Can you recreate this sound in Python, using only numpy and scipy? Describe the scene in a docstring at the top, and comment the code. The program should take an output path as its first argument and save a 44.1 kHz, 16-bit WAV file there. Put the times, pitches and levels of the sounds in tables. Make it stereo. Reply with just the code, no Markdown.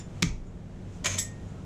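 """Spatulas on a cold plate

A steel spatula chops down on a cold plate; the plate thuds and a low rumble swells after the chop.
A second blade lands, scrapes over the steel in tiny slips and rings as it slides free.
Underneath, a cooling machine hums; the small, hard-walled kitchen stall adds a bright tail."""
import sys
import numpy as np
from scipy import signal
from scipy.fft import rfft, irfft
from scipy.io import wavfile

SR = 44100
rng = np.random.default_rng(int(sys.argv[2]) if len(sys.argv) > 2 else 0)


def pcm_store(signal):
    """Save signal as 16-bit PCM."""
    levels = np.round(np.clip(np.atleast_2d(signal), -1, 1) * 32767)
    wavfile.write(sys.argv[1], SR, levels.astype(np.int16).T)


N = 72765

# the chop lands edge first, then flat: start_s, level_db, decay_s, lowpass_hz, pan_db
CHOP_HITS = [(.2229, -29, 0.0011, 8100, 2), (.2238, -20.5, 0.0017, 12000, -1.5),
             (.2256, -23, .0022, 9000, 2.5), (.2286, -16, 0.001, 6360, -0.5),
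             (.2297, -23, 0.00031, 3170, 10)]
# EQ of the chop: freq_hz, gain_db
CHOP_EQ = [(300, -3), (630, -22.5), (900, -8), (1300, -10.5), (1950, -3), (2400, 0.5), (3100, -8.5),
           (4200, -5.5), (5900, -2.5), (7400, -4.5), (8700, -12), (11000, -14), (14000, -13), (15500, -16)]
# resonances of the chopping blade: centre_hz, width_hz, boost_db
CHOP_PEAKS = [(1256, 180, 7.5), (3330, 500, 5.5), (4140, 440, 3), (5200, 170, 2)]
# thud of the plate: pitch_hz, level_db, t60_s
PLATE_MODES = [(116.7, -9, 0.49), (157.4, 3, 0.2), (238.7, -6, 0.14), (286, -12.5, 0.26),
               (401.6, -14.5, 0.14)]
# low rumble that swells after the chop: pitch_hz, level_db, t60_s
RUMBLE_MODES = [(26.6, -6, 0.88), (53.9, 2, 0.35), (84.7, -18, 0.74)]
# drone of the scraped plate: pitch_hz, level_db, t60_s
DRONE_MODES = [(94.96, -30, 0.71)]

# pressure on the scraping blade: time_s, level_db
STROKE = [(1.0405, -46), (1.046, -27.5), (1.055, -31), (1.06, -24), (1.066, -22.5), (1.077, -35.5),
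          (1.10, -37.5), (1.135, -36.5), (1.145, -36), (1.157, -43.5), (1.169, -45), (1.184, -35.5),
          (1.186, -32), (1.193, -94)]
# the blade catches on the plate: start_s, level_db, decay_s, lowpass_hz, pan_db
CATCHES = [(1.0450, -25.5, 0.0017, 14100, -5.5), (1.0585, -19, 0.0011, 12000, 4.5),
           (1.0643, -32, 0.0011, 12000, 1)]
# EQ of the scrape: freq_hz, gain_db
SCRAPE_EQ = [(200, -32), (400, -4), (600, 0.5), (800, -13.5), (1300, -12), (2300, -1), (2800, -8),
             (3500, -4.5), (4500, -9.5), (5600, -7), (6700, -3), (7700, -9.5), (8600, -14), (10300, -25.5),
             (13900, -28), (15000, -45)]
# resonances of the pressed blade: centre_hz, width_hz, boost_db
SCRAPE_PEAKS = [(1047, 113, 11), (1330, 210, 9), (2390, 97, 4.5), (3045, 110, 8.5), (4200, 40, 5),
                (6200, 80, 1), (6470, 100, 12), (7130, 340, 8), (9900, 120, 9)]
# the edge snaps off the plate: start_s, level_db, decay_s, lowpass_hz, pan_db
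SNAP = [(1.1855, -25.5, .002, 14000, 2)]
# EQ of the snap: freq_hz, gain_db
SNAP_EQ = [(800, -25), (1500, -14), (2050, 0), (2700, -16), (3550, 7.5), (4500, -9), (5800, 9), (7000, 1),
           (9000, -24), (14000, -22), (15500, -29)]
# ring of the freed blade: pitch_hz, level_db, t60_s
BLADE_MODES = [(1852, -11.5, .5), (3050, -22, .12), (3381, -21, .17), (5367, -13, .14), (6145, -17, .15),
               (6474, -9, .18), (6514, -9, .2), (7215, -11, .2), (7738, 2, .155), (7775, -6, .14),
               (7850, -10, .12), (9006, -19, .18), (10090, -7, .12), (10525, -12.5, .14), (11900, -21, .13),
               (12130, -21, .11), (12620, -16, .13), (13400, -21, .12), (13910, -19, .1)]
# EQ of its rattle: freq_hz, gain_db
RATTLE_EQ = [(1200, -46), (2100, 3.5), (2800, -16), (3500, 0), (4500, -6), (5600, 3.5), (7600, 6.5),
             (8700, -6.5), (10400, -6.5), (11400, -30), (12500, -6), (14200, -13), (15000, -35)]
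# the other blade, still ringing from a touch: pitch_hz, level_db, t60_s
OTHER_MODES = [(3500, -14, 0.27), (5604, -11, 0.11), (6500, -17, 0.31), (7100, 6.5, 0.084),
               (8300, -31, 0.18)]
# EQ of its rattle: freq_hz, gain_db
OTHER_EQ = [(1000, -1), (3300, 0.5), (4300, -8), (5500, 7.5), (7100, -7), (9000, -6.5), (11000, -34),
            (15000, -37)]
# faint brushes and squeaks of steel: peak_s, half_length_s, level_db, centre_hz, width_hz
BRUSHES = [(0.477, 0.025, -67, 6950, 735), (0.955, 0.033, -62, 6400, 2000),
           (1.145, 0.0083, -33.5, 6160, 400), (1.484, 0.028, -66, 6900, 1200),
           (1.58, 0.028, -56.5, 1330, 130)]
# stereo image of the steel: freq_hz, correlation
STEEL_IMAGE = [(400, 0.13), (1500, 0.54), (4000, 1), (6500, 0.55), (9000, 0), (12000, 0.4)]

# the stall's reverb from the chop: freq_hz, level_db, t60_s
CHOP_REVERB = [(150, -19, 0.22), (600, -3, 0.42), (1290, -7.5, 0.21), (2240, -6.5, .29), (3940, -12, 0.27),
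               (6460, -3.5, 0.29), (9000, -8, 0.23), (14000, -17, .16)]
# reverb from the far rim, where the blade scrapes: freq_hz, level_db, t60_s
RIM_REVERB = [(149, -6, 0.23), (610, 0.5, 0.16), (1330, -6, 0.24), (2240, -1, 0.28), (3960, -9.5, 0.31),
              (6360, -1.5, 0.24), (8850, 0, 0.18), (14000, -3.5, 0.14)]
# stereo image of the reverb: freq_hz, correlation
ROOM_IMAGE = [(200, 0.76), (1500, 0.37), (4000, 1), (7000, 0.089), (12000, 0.4)]

# hum of the machine: pitch_hz, level_db
HUM_LINES = [(49, -60.5), (98, -48), (148, -53.5), (177.5, -51.5), (250, -61), (355, -64.5), (447, -68.5),
             (630, -71)]
# EQ of the fan: freq_hz, gain_db
FAN_EQ = [(15, -3), (34, 4.5), (55, 2), (100, 2), (125, -1.5), (190, -1), (260, -7.5), (320, -10.5),
          (450, -13), (630, -15.5), (1000, -22), (2000, -30), (3300, -35), (4600, -40.5), (6000, -38),
          (7300, -37.5), (8800, -45.5), (11000, -53), (13000, -59), (15500, -78)]
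# stereo image of the fan: freq_hz, correlation
FAN_IMAGE = [(25, 0.067), (70, 0.23), (150, 0.73), (300, 0.84), (600, 0.17), (1500, 0.1), (4000, 0.64),
             (7000, 0.13), (12000, 0.17)]
# slow level ride on the fan's hiss: time_s, gain_db
HISS_RIDE = [(0, 1.5), (.2, 7), (.42, -2), (0.602, -1), (.8, 1.5), (.97, 5), (1.35, 4), (1.5, 5),
             (1.65, 3.5)]


def contacts(hits, eq, peaks=()):
    """Steel hits steel: each click is smeared by the plate over a millisecond or two."""
    out = np.zeros((2, N))
    for start, db, decay, lowpass_hz, pan_db in hits:
        t = since(start)
        smear = rfft(stereo_noise() * (t > 0) * np.exp(-t / decay))
        white_click = irfft(smear / (abs(smear) + 1e-9), N)
        burst = stereo(white_click, STEEL_IMAGE) * (t > 0)
        lowpass = signal.butter(2, min(lowpass_hz / SR, .45), fs=1)
        crack = signal.lfilter(*lowpass, colour(burst, eq, peaks))
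        out += amp(db) * pan(pan_db) * unit(crack) * np.sqrt(.002 * SR / N)  # level taken over 2 ms
    return out


def low_end():
    """The chop drums the plate and a low rumble swells after it; the scrape sets the plate droning."""
    thud = amp(-20) * ring(PLATE_MODES, start_s=.2252, rise_s=0.0019, width_rad=0.094, sharp=0.17)
    rumble = amp(-19) * ring(RUMBLE_MODES, start_s=0.24, rise_s=0.074, width_rad=0.75)
    drone = ring(DRONE_MODES, start_s=1.034, rise_s=0.11, width_rad=0.4)
    return pan(db=-2.5) * (thud + rumble + drone)


def ring(modes, start_s, rise_s, width_rad, sharp=0, sag_s=0.021):
    """Decaying modes, out of step left and right; if struck sharp, they relax to pitch."""
    t = since(start_s)
    lead = np.array([[width_rad], [-width_rad]])
    clock = t + sharp * sag_s * (1 - np.exp(-t / sag_s))
    tone = sum(amp(db - 60 * t / t60) * np.sin(2 * np.pi * hz * clock + lead * (-1) ** k)
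               for k, (hz, db, t60) in enumerate(modes))
    return tone * np.minimum(t / rise_s, 1)


def scrape(slips_per_s=2200, spread_db=2.5, smooth_gain=0.66):
    """Dense, uneven slips excite the pressed blade, with a few hard catches on top."""
    sizes = amp(spread_db * np.minimum(rng.exponential(1, N), 3))
    slips = sizes * (rng.random(N) < slips_per_s / SR)
    grit = unit(slips * stereo_noise()) + smooth_gain * stereo_noise()
    pressure = amp(np.interp(since(0), *np.transpose(STROKE), left=-140, right=-140))
    rub = colour(unit(stereo(grit, STEEL_IMAGE)) * pressure, SCRAPE_EQ, SCRAPE_PEAKS)
    return pan(db=-1.3) * rub + contacts(CATCHES, SCRAPE_EQ, SCRAPE_PEAKS)


def free_blade(modes, rattle_eq, release_s, ring_db, rattle_db, rattle_t60_s):
    """A blade rings free: shimmering modes over a noisy rattle that stands for its many weak ones."""
    bend_hz, bend_s, swell_s = 442.3, .013, 0.0038  # modes swell and sink to pitch as the edge slides off
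    shimmer_hz, shimmer_at_8khz = 70, .4
    now, t = since(0), since(release_s)
    ahead = np.maximum(release_s - now, 0)
    bend = np.cumsum(bend_hz * np.minimum(ahead / bend_s, 1)) / SR
    knots = np.arange(0, N / SR + 1, 1 / shimmer_hz / 2)
    tone = np.zeros((2, N))
    for hz, db, t60 in modes:
        wobble = (stereo_noise(len(knots)) + 1j * stereo_noise(len(knots))) / np.sqrt(2)
        depth = min(shimmer_at_8khz * hz / 8000, .9)
        shimmer = np.sqrt(1 - depth ** 2) + depth * np.array([np.interp(now, knots, w) for w in wobble])
        partial = np.exp(2j * np.pi * (hz * now + bend + rng.random()))
        tone += amp(db - 60 * t / t60) * (shimmer * partial).real
    fade = np.minimum(t / 0.001, 1) * amp(-60 * t / rattle_t60_s)
    rattle = colour(stereo(stereo_noise(), STEEL_IMAGE) * fade, rattle_eq)
    return pan(db=0.8) * (amp(ring_db) * tone * np.exp(-ahead / swell_s) + amp(rattle_db) * rattle)


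def brushes():
    """Soft, narrow swishes as the blades are moved about."""
    out, hz = np.zeros((2, N)), np.fft.rfftfreq(N, 1 / SR)
    for peak_s, half_length, db, centre, width in BRUSHES:
        band = irfft(rfft(stereo_noise()) * bell(hz, centre, width), N)
        out += amp(db) * unit(band) * np.exp(-((since(0) - peak_s) / half_length) ** 2)
    return out


def room(x, bands, size=24000, predelay_s=0.0024):
    """Hard walls return a short, bright tail, each band dying at its own speed."""
    hz, t, noise = signal.stft(stereo(stereo_noise(size), ROOM_IMAGE), SR, nperseg=256)
    rate = np.log(1000) / curve(bands, hz, column=2)[:, None]
    decaying = noise * amp(curve(bands, hz))[:, None] * np.sqrt(2 * rate / SR) * np.exp(-rate * t)
    tail = signal.istft(decaying, SR, nperseg=256)[1]
    tail *= np.arange(tail.shape[1]) > predelay_s * SR
    return signal.fftconvolve(x, tail, axes=1)[:, :N]


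def machine(waver_hz=2.43, flutter=0.21, hiss_above_hz=1700):
    """The cooling machine lays the bed: wavering hum in fan noise whose treble drifts slowly."""
    hz = np.fft.rfftfreq(N, 1 / SR)
    noise = stereo(stereo_noise(), FAN_IMAGE)
    air = unit(irfft(rfft(noise) * amp(curve(FAN_EQ, hz)), N))
    hiss = irfft(rfft(air) * hz ** 2 / (hz ** 2 + hiss_above_hz ** 2), N)
    ride_db = np.interp(since(0), *np.transpose(HISS_RIDE))
    low_ride = amp(0.36 * ride_db)  # the lows follow the hiss part of the way
    fan = (air - hiss) * low_ride + hiss * amp(ride_db)
    hum = np.zeros(N)
    for pitch, db in HUM_LINES:
        drift, swell = irfft(rfft(stereo_noise()) * np.exp(-(hz / 9) ** 2), N)
        turns = np.cumsum(pitch + waver_hz * unit(drift)) / SR + rng.random()
        hum += amp(db) * unit((1 + flutter * unit(swell)) * np.sin(2 * np.pi * turns))
    return pan(db=-1.6) * (amp(-42.5) * fan + hum * low_ride)


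def colour(x, eq, peaks=(), size=4096):
    """Minimum-phase EQ of unit energy: a broad curve, resonant peaks and a low cut."""
    hz = abs(np.fft.fftfreq(size, 1 / SR))
    db = curve(eq, hz) + sum(boost * bell(hz, centre, width) for centre, width, boost in peaks)
    low_cut = (hz ** 2 + 100) / (hz ** 2 + 250 ** 2)
    response = np.exp(np.conj(signal.hilbert(np.log(amp(db) * low_cut))))
    taps = np.fft.ifft(response).real[:size // 2]
    return signal.fftconvolve(x, taps[None] / np.linalg.norm(taps), axes=1)[:, :N]


def stereo(x, image):
    """Mixes two unrelated signals as mid and side to a given left-right correlation."""
    correlation = np.clip(curve(image, np.fft.rfftfreq(x.shape[1], 1 / SR)), 0, .99)
    mid, side = rfft(x) * np.sqrt([(1 + correlation) / 2, (1 - correlation) / 2])
    return irfft([mid + side, mid - side], x.shape[1])


def stereo_noise(size=N):
    """Two unrelated channels of white noise."""
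    return rng.standard_normal((2, size))


def bell(hz, centre, width):
    """A resonant peak of height 1."""
    return 1 / (1 + (2 * (hz - centre) / width) ** 2)


def curve(points, hz, column=1):
    """Reads a table column on a log-frequency axis."""
    table = np.transpose(points)
    return np.interp(np.log(hz + 1), np.log(table[0] + 1), table[column])


def amp(db):
    """Decibels to gain."""
    return 10 ** (np.asarray(db) / 20)


def unit(x):
    """Scales to rms 1."""
    return x / np.sqrt(np.mean(x ** 2) + 1e-20)


def pan(db):
    """Left and right gains; positive leans left."""
    return amp(np.array([[db], [-db]]) / 2)


def since(start):
    """Seconds since start, zero before it."""
    return np.maximum(np.arange(N) / SR - start, 0)


def scene():
    """Chop, scrape and ringing blades in the stall, over the machine."""
    chop = contacts(CHOP_HITS, CHOP_EQ, CHOP_PEAKS) + low_end()
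    rub = scrape() + brushes()
    rings = contacts(SNAP, SNAP_EQ)
    rings += free_blade(BLADE_MODES, RATTLE_EQ, release_s=1.188,
                        ring_db=-28, rattle_db=-26, rattle_t60_s=0.13)
    rings += free_blade(OTHER_MODES, OTHER_EQ, release_s=0,
                        ring_db=-51, rattle_db=-45, rattle_t60_s=0.095)
    reverb = room(chop, CHOP_REVERB) + room(rub + amp(-1.5) * rings, RIM_REVERB)
    return chop + rub + rings + reverb + machine()


def record(dry, cutoff_hz=15600):
    """A steep high cut on the whole mix."""
    taps = signal.firwin(255, cutoff_hz, window=("kaiser", 9), fs=SR)
    return signal.oaconvolve(dry, taps[None], "same")


dry = scene()
out = record(dry)
pcm_store(out)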